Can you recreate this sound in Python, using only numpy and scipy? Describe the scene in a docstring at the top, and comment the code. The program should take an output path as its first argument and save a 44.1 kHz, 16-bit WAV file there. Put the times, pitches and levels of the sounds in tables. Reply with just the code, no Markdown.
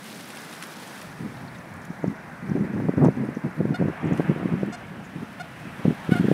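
"""A duck pond in a gusty breeze. Far-off town noise and moving air make a steady wash, and wind
bumps the microphone in soft, low thumps. A bright, crackly rustle with dry ticks fills the first
second, then sinks to a faint hiss. Small birds chip and twitter faintly. In the second half a duck
gives five short, nasal quacks: pulses from its voice box, shaped by its throat and bill."""
import sys
import numpy as np
from scipy import signal
from scipy.fft import rfft, irfft, next_fast_len
from scipy.io import wavfile
from scipy.ndimage import uniform_filter1d

SR = 44100
rng = np.random.default_rng(int(sys.argv[2]) if len(sys.argv) > 2 else 0)


def to_wav(s):
    """Save 16-bit WAV."""
    ch = np.atleast_2d(s).T  # columns
    pcm = np.round(np.clip(ch, -1, 1) * 32767)  # PCM
    wavfile.write(sys.argv[1], SR, pcm.astype(np.int16))


N = 279285
TIME = np.arange(N) / SR


def gain_of(db):
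    """Turns decibels into a number to multiply a sound by."""
    return 10 ** (np.asarray(db) / 20)


def evened(x):
    """Scales a signal to an average strength (rms) of 1."""
    return x / np.sqrt(np.mean(x ** 2) + 1e-20)


def gain_at(colour, hz):
    """Looks up the gain at hz in a colour: a table of how strong each frequency is."""
    table_hz, db = np.transpose(colour)
    return gain_of(np.interp(np.log(hz + 1), np.log(table_hz + 1), db))


def follow(rows, t):
    """Reads a table at the times t, sliding from row to row."""
    time_s, *columns = np.transpose(rows)
    return [np.interp(t, time_s, column) for column in columns]


def coloured(x, colour):
    """Filters x with a colour; the result has strength 1."""
    size = next_fast_len(len(x))
    spectrum = rfft(x, size) * gain_at(colour, np.fft.rfftfreq(size, 1 / SR))
    return evened(irfft(spectrum, size)[:len(x)])


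def noise(colour, size=N):
    """Noise of the given colour, at strength 1."""
    return coloured(rng.standard_normal(size), colour)


def flutter(hz, size=N):
    """A random wobble that changes about hz times a second."""
    return evened(np.interp(TIME[:size] * hz, np.arange(size), rng.standard_normal(size)))


def flare(t, rise_s, fall_s):
    """Grows to 1 at t = 0, then dies away."""
    return np.exp(-np.maximum(-t / rise_s, t / fall_s))


def add(mix, start_s, sound):
    """Mixes a sound in at start_s."""
    part = mix[max(round(start_s * SR), 0):][:len(sound)]
    part += sound[:len(part)]


# The tone of far-off traffic: frequency_hz, level_db
TRAFFIC_COLOUR = [(20, -55), (60, -34), (110, -8.5), (160, 0.5), (220, 1.5), (330, -6.5), (450, -15.5),
                  (1000, -25), (3000, -75.5)]
def traffic(level_db=-46.5):
    """Traffic in the town blurs into one low, steady rumble."""
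    return gain_of(level_db) * noise(TRAFFIC_COLOUR)


# How loud the wash is and how high it reaches: time_s, level_db, upper_edge_hz
WASH_CURVE = [(0, -47.5, 2340), (.5, -44.5, 2530), (2.2, -43.5, 2390), (2.7, -42.5, 2500), (3.7, -43, 2500),
              (4.0, -38.5, 2820), (4.35, -39, 2850), (5.05, -45.5, 3070), (5.6, -44, 3160),
              (6.33, -38, 3400)]
# The tone of the wash before its top is cut off: frequency_hz, level_db
WASH_COLOUR = [(60, -29), (250, -8), (480, 1.5), (630, 6), (900, 4.5), (1200, 3), (1700, 4.5), (2200, -0.5),
               (3000, -5), (6000, -2)]
def distant_wash(patchy_db=1.2):
    """Far noise of town and air that slowly grows brighter toward the end."""
    hz, t, spectra = signal.stft(rng.standard_normal(N), SR, nperseg=1024, noverlap=768)
    _, edge_hz = follow(WASH_CURVE, t)
    tone = gain_at(WASH_COLOUR, hz)[:, None] / np.sqrt(1 + (hz[:, None] / edge_hz) ** 14)
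    # random louder and softer patches, smoothed over pitch and then over time
    patches = uniform_filter1d(rng.standard_normal(spectra.shape), size=7, axis=0)
    patches = evened(uniform_filter1d(patches, size=14, axis=1))
    _, air = signal.istft(spectra * tone * gain_of(patchy_db * patches), nperseg=1024, noverlap=768)
    level_db, _ = follow(WASH_CURVE, TIME)
    return gain_of(level_db) * evened(air[:N])


# The tone of the light breeze: frequency_hz, level_db
BREEZE_COLOUR = [(20, -30), (45, -18.5), (80, -11.5), (135, -2), (200, -4.5), (350, -23), (1000, -48),
                 (3000, -80)]
def breeze(start_s=0.91, rise_s=0.16, level_db=-46.5, waver_db=2.4):
    """Slow air turns over slowly: a faint, wavering rumble, deeper than the gusts."""
    fade_in = np.clip((TIME - start_s) / rise_s, 0, 1)
    return fade_in * gain_of(level_db + waver_db * flutter(hz=12)) * noise(BREEZE_COLOUR)


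# How loud the rustle is, apart from its one swish: time_s, level_db
RUSTLE_CURVE = [(0, -49.5), (.06, -44.5), (1.03, -46), (1.11, -51), (2.0, -56.5), (5.0, -57), (6.0, -52),
                (6.33, -48.5)]
# The tone of its hiss: frequency_hz, level_db
HISS_COLOUR = [(60, -21), (250, 16.5), (1000, 6.5), (2500, 6.5), (3500, 6), (4600, 3.5), (5700, 2),
               (6900, -2), (8800, -0.5), (10700, -1.5), (13000, -6), (16000, -8.5)]
def rustle(swish_at_s=4.17, swish_db=6, flicker_db=0.77, snaps_per_s=30, snap_decay_s=0.0013):
    """Bright hiss with tiny snaps at four pitches; the louder it is, the more it crackles."""
    level_db, = follow(RUSTLE_CURVE, TIME)
    level_db += swish_db * flare(TIME - swish_at_s, rise_s=0.037, fall_s=0.11)
    hiss = noise(HISS_COLOUR) * gain_of(flicker_db * flutter(hz=60))
    crackle = np.zeros(N)
    for hz in (3500, 5200, 7500, 10500):
        snaps = rng.uniform(0, 1, N) * (rng.random(N) < snaps_per_s / SR)
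        bursts = signal.lfilter([1], [1, -np.exp(-1 / (snap_decay_s * SR))], snaps)
        crackle += bursts * noise([(hz / 2, -20), (hz, 0), (hz * 2, -20)])
    crackle_share = gain_of(-11 + 0.98 * (level_db - level_db.max()))
    return gain_of(level_db) * (hiss + crackle_share * evened(crackle))


# Dry ticks, then fainter high ones: start_s, peak_db
DRY_TICKS = [(0.042, -34), (.055, -43), (.209, -30.5), (.303, -30.5), (0.3518, -35), (.371, -29),
             (0.435, -39), (.447, -34), (0.5275, -29.5), (.536, -36), (.564, -36), (0.625, -25),
             (0.6363, -26.5), (.768, -34), (0.9783, -33.5), (1.015, -34), (3.052, -37), (4.175, -34)]
HIGH_TICKS = [(1.7394, -41.5), (1.7659, -44), (1.8527, -40.5), (4.6623, -41), (5.1831, -49.5),
              (5.3293, -41)]
# The tone of each kind: frequency_hz, level_db
DRY_COLOUR = [(300, -38), (1500, -2.5), (2700, -1), (4200, -8), (5600, -7), (7500, -16), (10500, -6.5),
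              (13000, -32), (16000, -24)]
HIGH_COLOUR = [(3000, -14), (8000, -6), (11000, 0), (13000, -11), (16000, -11)]
def ticks(dry_decay_s=0.0038, high_decay_s=0.0018):
    """Each tick is a puff of noise that dies within milliseconds."""
    t, out = TIME[:SR // 20], np.zeros(N)
    kinds = (DRY_TICKS, DRY_COLOUR, dry_decay_s), (HIGH_TICKS, HIGH_COLOUR, high_decay_s)
    for rows, colour, decay_s in kinds:
        for start_s, peak_db in rows:
            tick = noise(colour, len(t)) * np.exp(-t / decay_s)
            add(out, start_s, gain_of(peak_db) * tick / abs(tick).max())
    return out


# Gusts, with short hard ones riding on long soft ones: start_s, length_s, level_db
GUSTS = [(1.194, 0.068, -31), (1.3, 0.021, -37.5), (2.026, 0.095, -32), (2.417, 0.914, -35.5),
         (2.478, 0.024, -28.5), (2.546, 0.1, -25.5), (2.69, 0.016, -28), (2.725, 0.14, -27),
         (2.967, 0.12, -21), (3.007, 0.061, -19.5), (3.165, 0.078, -26.5), (3.436, 0.034, -23),
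         (3.568, 0.17, -27.5), (3.782, 0.12, -27), (3.997, 0.711, -32), (4.026, 0.11, -22.5),
         (4.285, 0.021, -23.5), (4.512, 0.036, -24), (4.9, 0.113, -40), (5.129, 0.1, -35.5),
         (5.646, 0.032, -37), (5.777, 0.031, -37.5), (5.844, 0.071, -24.5), (6.116, 0.32, -31.5)]
def wind_strength_db(hard_eddies, calm_db=-68, attack_s=0.0096, release_s=0.016, wake_db=-15):
    """Gusts rise fast, hold and fade; each hard eddy (a swirl of air) drags a short wake."""
    power = gain_of(calm_db) ** 2
    for start_s, length_s, level_db in GUSTS:
        attack = np.clip((TIME - start_s) / attack_s, 0, 1)
        release = np.exp(-np.maximum(TIME - start_s - length_s, 0) / release_s)
        power = power + (gain_of(level_db) * attack * release) ** 2
    t = TIME[:SR // 5] - .1
    wake = flare(t, rise_s=0.008, fall_s=0.014)
    for time_s, peak_db, _ in hard_eddies:
        add(power, time_s + t[0], (gain_of(peak_db + wake_db) * wake) ** 2)
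    return 10 * np.log10(power)


# The tones of soft wind and of hard gusts: frequency_hz, level_db
SOFT_COLOUR = [(20, -60), (45, -45), (80, -8.5), (125, -2), (175, 1.5), (250, -2), (400, -14.5), (600, -24),
               (1000, -50), (2000, -38.5), (5000, -93)]
HARD_COLOUR = [(40, -50), (150, -23), (400, 9.5), (950, -4.5), (1400, -13), (2500, -41.5), (6000, -50)]
def turbulence(wind_db, hard_at_db=-15, lumpy_db=2, mic_low_cut_hz=84.5):
    """Low churning air on the microphone; only the strongest gusts reach higher in pitch."""
    hard_share = gain_of(-6 + 1.67 * np.minimum(wind_db - hard_at_db, 0))
    churn = noise(SOFT_COLOUR) + hard_share * noise(HARD_COLOUR)
    # even out the churn, so that the gusts set its rise and fall
    power = abs(uniform_filter1d(churn ** 2, size=900)) + 1e-6
    gusting = gain_of(wind_db + lumpy_db * flutter(hz=90)) * evened(churn / power ** .4)
    low_cut = signal.butter(2, mic_low_cut_hz, "high", fs=SR, output="sos")
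    return signal.sosfiltfilt(low_cut, gusting)


def small_eddies(wind_db, per_s=12, over_wind_db=3.5, scatter_db=2, scatter_octaves=0.27):
    """Rows for weaker eddies that come by chance, peaking just over the wind that carries them."""
    at = np.flatnonzero(rng.random(N) < per_s / SR)
    strength, pitch = rng.standard_normal((N, 2))[at].T
    peak_db = wind_db[at] + over_wind_db + scatter_db * strength
    pitch_hz = 250 * 2 ** (scatter_octaves * pitch)
    return list(zip(TIME[at], peak_db, pitch_hz))


def eddy_thumps(rows, low_cut_hz=155, size=4096):
    """An eddy pushes, then sucks; with its deep bass cut off it swings two or three times."""
    hz = np.fft.rfftfreq(size, 1 / SR)
    low_cut = 1 / np.sqrt(1 + (low_cut_hz / (hz + 1)) ** 10)
    out = np.zeros(N)
    for time_s, peak_db, pitch_hz in rows:
        reach_hz = max(2.22 * (pitch_hz - 110), 40)  # small eddies pass faster and reach higher
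        spectrum = low_cut * np.exp(-(hz / reach_hz) ** 1.75)
        swing = np.fft.fftshift(irfft(1j * spectrum))  # 1j turns a bump into a push and a pull
        add(out, time_s - size / 2 / SR, gain_of(peak_db) * swing / abs(swing).max())
    return out


# The hardest swirls of air that hit the microphone: time_s, peak_db, rough_pitch_hz
HARD_EDDIES = [(1.906, -24, 207), (2.043, -10, 324), (2.082, -15.5, 190), (2.519, -15, 220),
               (2.554, -14.5, 260), (2.565, -18, 300), (2.575, -18, 328), (2.611, -15, 216),
               (2.802, -19.5, 397), (2.85, -21, 190), (2.887, -15.5, 454), (2.894, -8, 290),
               (2.939, -21, 318), (2.982, -15, 318), (3.026, -18, 430), (3.039, -9, 275),
               (3.047, -8.5, 420), (3.058, -6.5, 250), (3.062, -17, 620), (3.086, -8, 320),
               (3.238, -14.5, 236), (3.29, -16.5, 257), (3.371, -17.5, 260), (3.606, -12.5, 298),
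               (3.612, -12.5, 286), (3.655, -12.5, 285), (3.709, -12.5, 205), (3.803, -15.5, 265),
               (3.814, -13.5, 323), (3.825, -11.5, 350), (3.858, -15, 260), (3.885, -16.5, 322),
               (3.901, -19, 250), (4.053, -17, 200), (4.113, -11.5, 247), (4.124, -11, 240),
               (4.198, -8.5, 310), (4.205, -14, 440), (4.298, -9, 230), (4.313, -13.5, 283),
               (4.363, -18, 285), (4.401, -24, 310), (4.431, -20.5, 390), (4.458, -10.5, 248),
               (4.491, -20, 310), (4.525, -13, 216), (4.542, -17, 225), (4.633, -11, 298),
               (4.688, -22.5, 270), (5.233, -25, 224), (5.855, -8.5, 285), (5.883, -7.5, 214),
               (6.094, -12, 250), (6.122, -5.5, 236), (6.157, -13.5, 234), (6.2, -11.5, 213),
               (6.211, -9, 212), (6.245, -11, 237), (6.254, -11, 219), (6.286, -9, 255), (6.316, -3, 300)]
def wind():
    """Gusts churn over the microphone while eddies thump against it."""
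    wind_db = wind_strength_db(HARD_EDDIES)
    return turbulence(wind_db) + eddy_thumps(HARD_EDDIES + small_eddies(wind_db))


def far_flock(per_s=22, length_s=0.0165, fuzz=0.64, scatter_octaves=0.0705):
    """Rows like those of CHIPS below, for a far-off flock that twitters by chance."""
    starts_s = TIME[rng.random(N) < per_s / SR]
    scatter_db, pitch = rng.standard_normal((N, 2))[:len(starts_s)].T
    end_hz = 5650 * 2 ** (scatter_octaves * pitch)
    return [(start_s, db, hz * 1.122, hz, length_s, fuzz)
            for start_s, db, hz in zip(starts_s, -63 + scatter_db, end_hz)]


# Thin calls of small birds: start_s, peak_db, start_hz, end_hz, length_s, fuzz (0 to 1)
CHIPS = [(.142, -47, 7400, 5500, .01, .5), (1.366, -50, 4500, 3700, .012, .8),
         (1.473, -50, 4660, 3960, 0.022, 0.8), (1.543, -51, 4000, 3570, 0.023, 0.5),
         (1.581, -53, 6800, 5560, .014, 0.7), (1.814, -54, 8300, 6400, .01, .7),
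         (1.846, -52, 7170, 5880, .012, 0.69), (2.072, -52, 6900, 5540, .013, 0.76),
         (2.493, -51, 6430, 5300, 0.01, .6), (3.039, -51, 10500, 7500, .007, .4),
         (3.044, -44, 9740, 5250, 0.011, 0.6), (3.069, -51, 6600, 6000, .007, .3),
         (3.25, -54, 10000, 8900, 0.0071, .3), (3.347, -52, 6400, 5500, .009, .6),
         (4.048, -55, 9300, 7500, .008, .4), (4.07, -55, 7300, 6200, .008, .3),
         (4.128, -48, 8250, 5600, 0.012, 0.3), (5.035, -57, 7200, 6660, 0.0406, 0.5)]
def small_birds():
    """Each chip is a tiny, unsteady whistle that drops fast and levels out."""
    out = np.zeros(N)
    for start_s, peak_db, start_hz, end_hz, length_s, fuzz in CHIPS + far_flock():
        progress = np.linspace(0, 1, round(length_s * SR))
        hz = end_hz + (start_hz - end_hz) * (1 - progress) ** 1.61
        hz *= 1 + .13 * fuzz * flutter(hz=3000, size=len(hz))
        whistle = np.sin(2 * np.pi * np.cumsum(hz) / SR)
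        add(out, start_s, gain_of(peak_db) * np.sin(np.pi * progress) * whistle)
    return out


# The tones of the duck's throat and of its raspy breath: frequency_hz, level_db
THROAT_COLOUR = [(720, 5), (1440, 4), (2160, -8), (2880, -10.5), (4300, -16), (5000, -18.5), (5700, -24),
                 (7200, -24), (8500, -23.5), (10000, -31), (15000, -41)]
BREATH_COLOUR = [(400, -20), (1500, 3), (3800, -3), (5500, -11.5), (7000, -14), (8600, -4.5), (12000, -11),
                 (16000, -20)]
def quack(length_s, pitch_hz, rise, level_db, bill_hz, bill_boost_db, nasal_db, rasp):
    """A short run of voice-box pulses rings in the throat and bill; hoarse calls waver more."""
    bill_width_octaves, shimmer_db, breath_db = .42, 2.5, -8
    position = np.linspace(-1, 1, round(length_s * SR))  # -1 at the start, 1 at the end
    size = len(position)
    arch = .012 * (1 / 3 - position ** 2)
    jitter = .04 * rasp * flutter(hz=540)[:size]
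    phase = 2 * np.pi * np.cumsum(pitch_hz * (1 + rise * position / 2 + arch + jitter)) / SR
    harmonic = np.arange(1, 21)[:, None]  # whole multiples of the pitch
    octaves_from_bill = np.log2(harmonic * pitch_hz / bill_hz)
    bill_db = bill_boost_db * np.exp(-.5 * (octaves_from_bill / bill_width_octaves) ** 2)
    boost_db = bill_db + nasal_db * (harmonic == 2)
    start_phase, drift = rng.uniform(0, 2 * np.pi, (2, len(harmonic), 1))
    shift_db = shimmer_db * np.sin(np.pi * position + drift)  # the moving bill shifts the tone
    weights = gain_at(THROAT_COLOUR, harmonic * pitch_hz) * gain_of(boost_db + shift_db)
    voice = evened((weights * np.cos(harmonic * phase + start_phase)).sum(0))
    voice *= 1 + .5 * rasp * flutter(hz=410)[:size]  # a hoarse call has uneven pulses
    breath = coloured(rng.standard_normal(size) * (1 + np.cos(phase)), BREATH_COLOUR)  # a puff a pulse
    breath *= gain_of(breath_db) * rasp * (1 - position / 2)  # most at the start
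    return gain_of(level_db) * (voice + breath) * (1 - position ** 4)


# The duck's calls: start_s, length_s, pitch_hz, rise (share of the pitch), level_db,
# bill_hz, bill_boost_db, nasal_db, rasp (0 to 1)
QUACKS = [(3.740, .029, 718, .012, -32.5, 4100, 8, 3, .16),
          (4.722, .037, 709, .012, -36, 6200, 11.5, -5, .08),
          (5.396, .027, 720, .008, -32, 5000, 3.5, -1, .13),
          (6.109, .04, 730, .045, -30, 2250, 10, 1.5, .42), (6.147, .055, 706, .055, -33, 2000, 6, -1, .42)]
def duck():
    """Five quacks across the water; the last two run together."""
    out = np.zeros(N)
    for start_s, *call in QUACKS:
        add(out, start_s, quack(*call))
    return out


def bank_echoes(sound, delay_s=.012, fade_s=.35, level_db=-16):
    """Faint, scattered echoes from the banks and the bridge."""
    t = TIME[:SR // 2]
    echoes = rng.standard_normal(len(t)) * (rng.random(len(t)) < 1 / 20)
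    echoes *= (t > delay_s) * gain_of(-60 * t / fade_s)
    return gain_of(level_db) * signal.fftconvolve(sound, echoes / np.linalg.norm(echoes))[:N]


def scene():
    """Everything that reaches the one microphone; only the birds echo."""
    background = traffic() + distant_wash() + breeze() + rustle() + ticks() + wind()
    birds = small_birds() + duck()
    return (background + birds + bank_echoes(birds))[None]


def record(dry, top_hz=15700):
    """Cuts off the very highest treble."""
    low_pass = signal.firwin(511, top_hz, window=("kaiser", 9), fs=SR)
    return signal.oaconvolve(dry, low_pass[None], "same")


dry = scene()
out = record(dry)
to_wav(out)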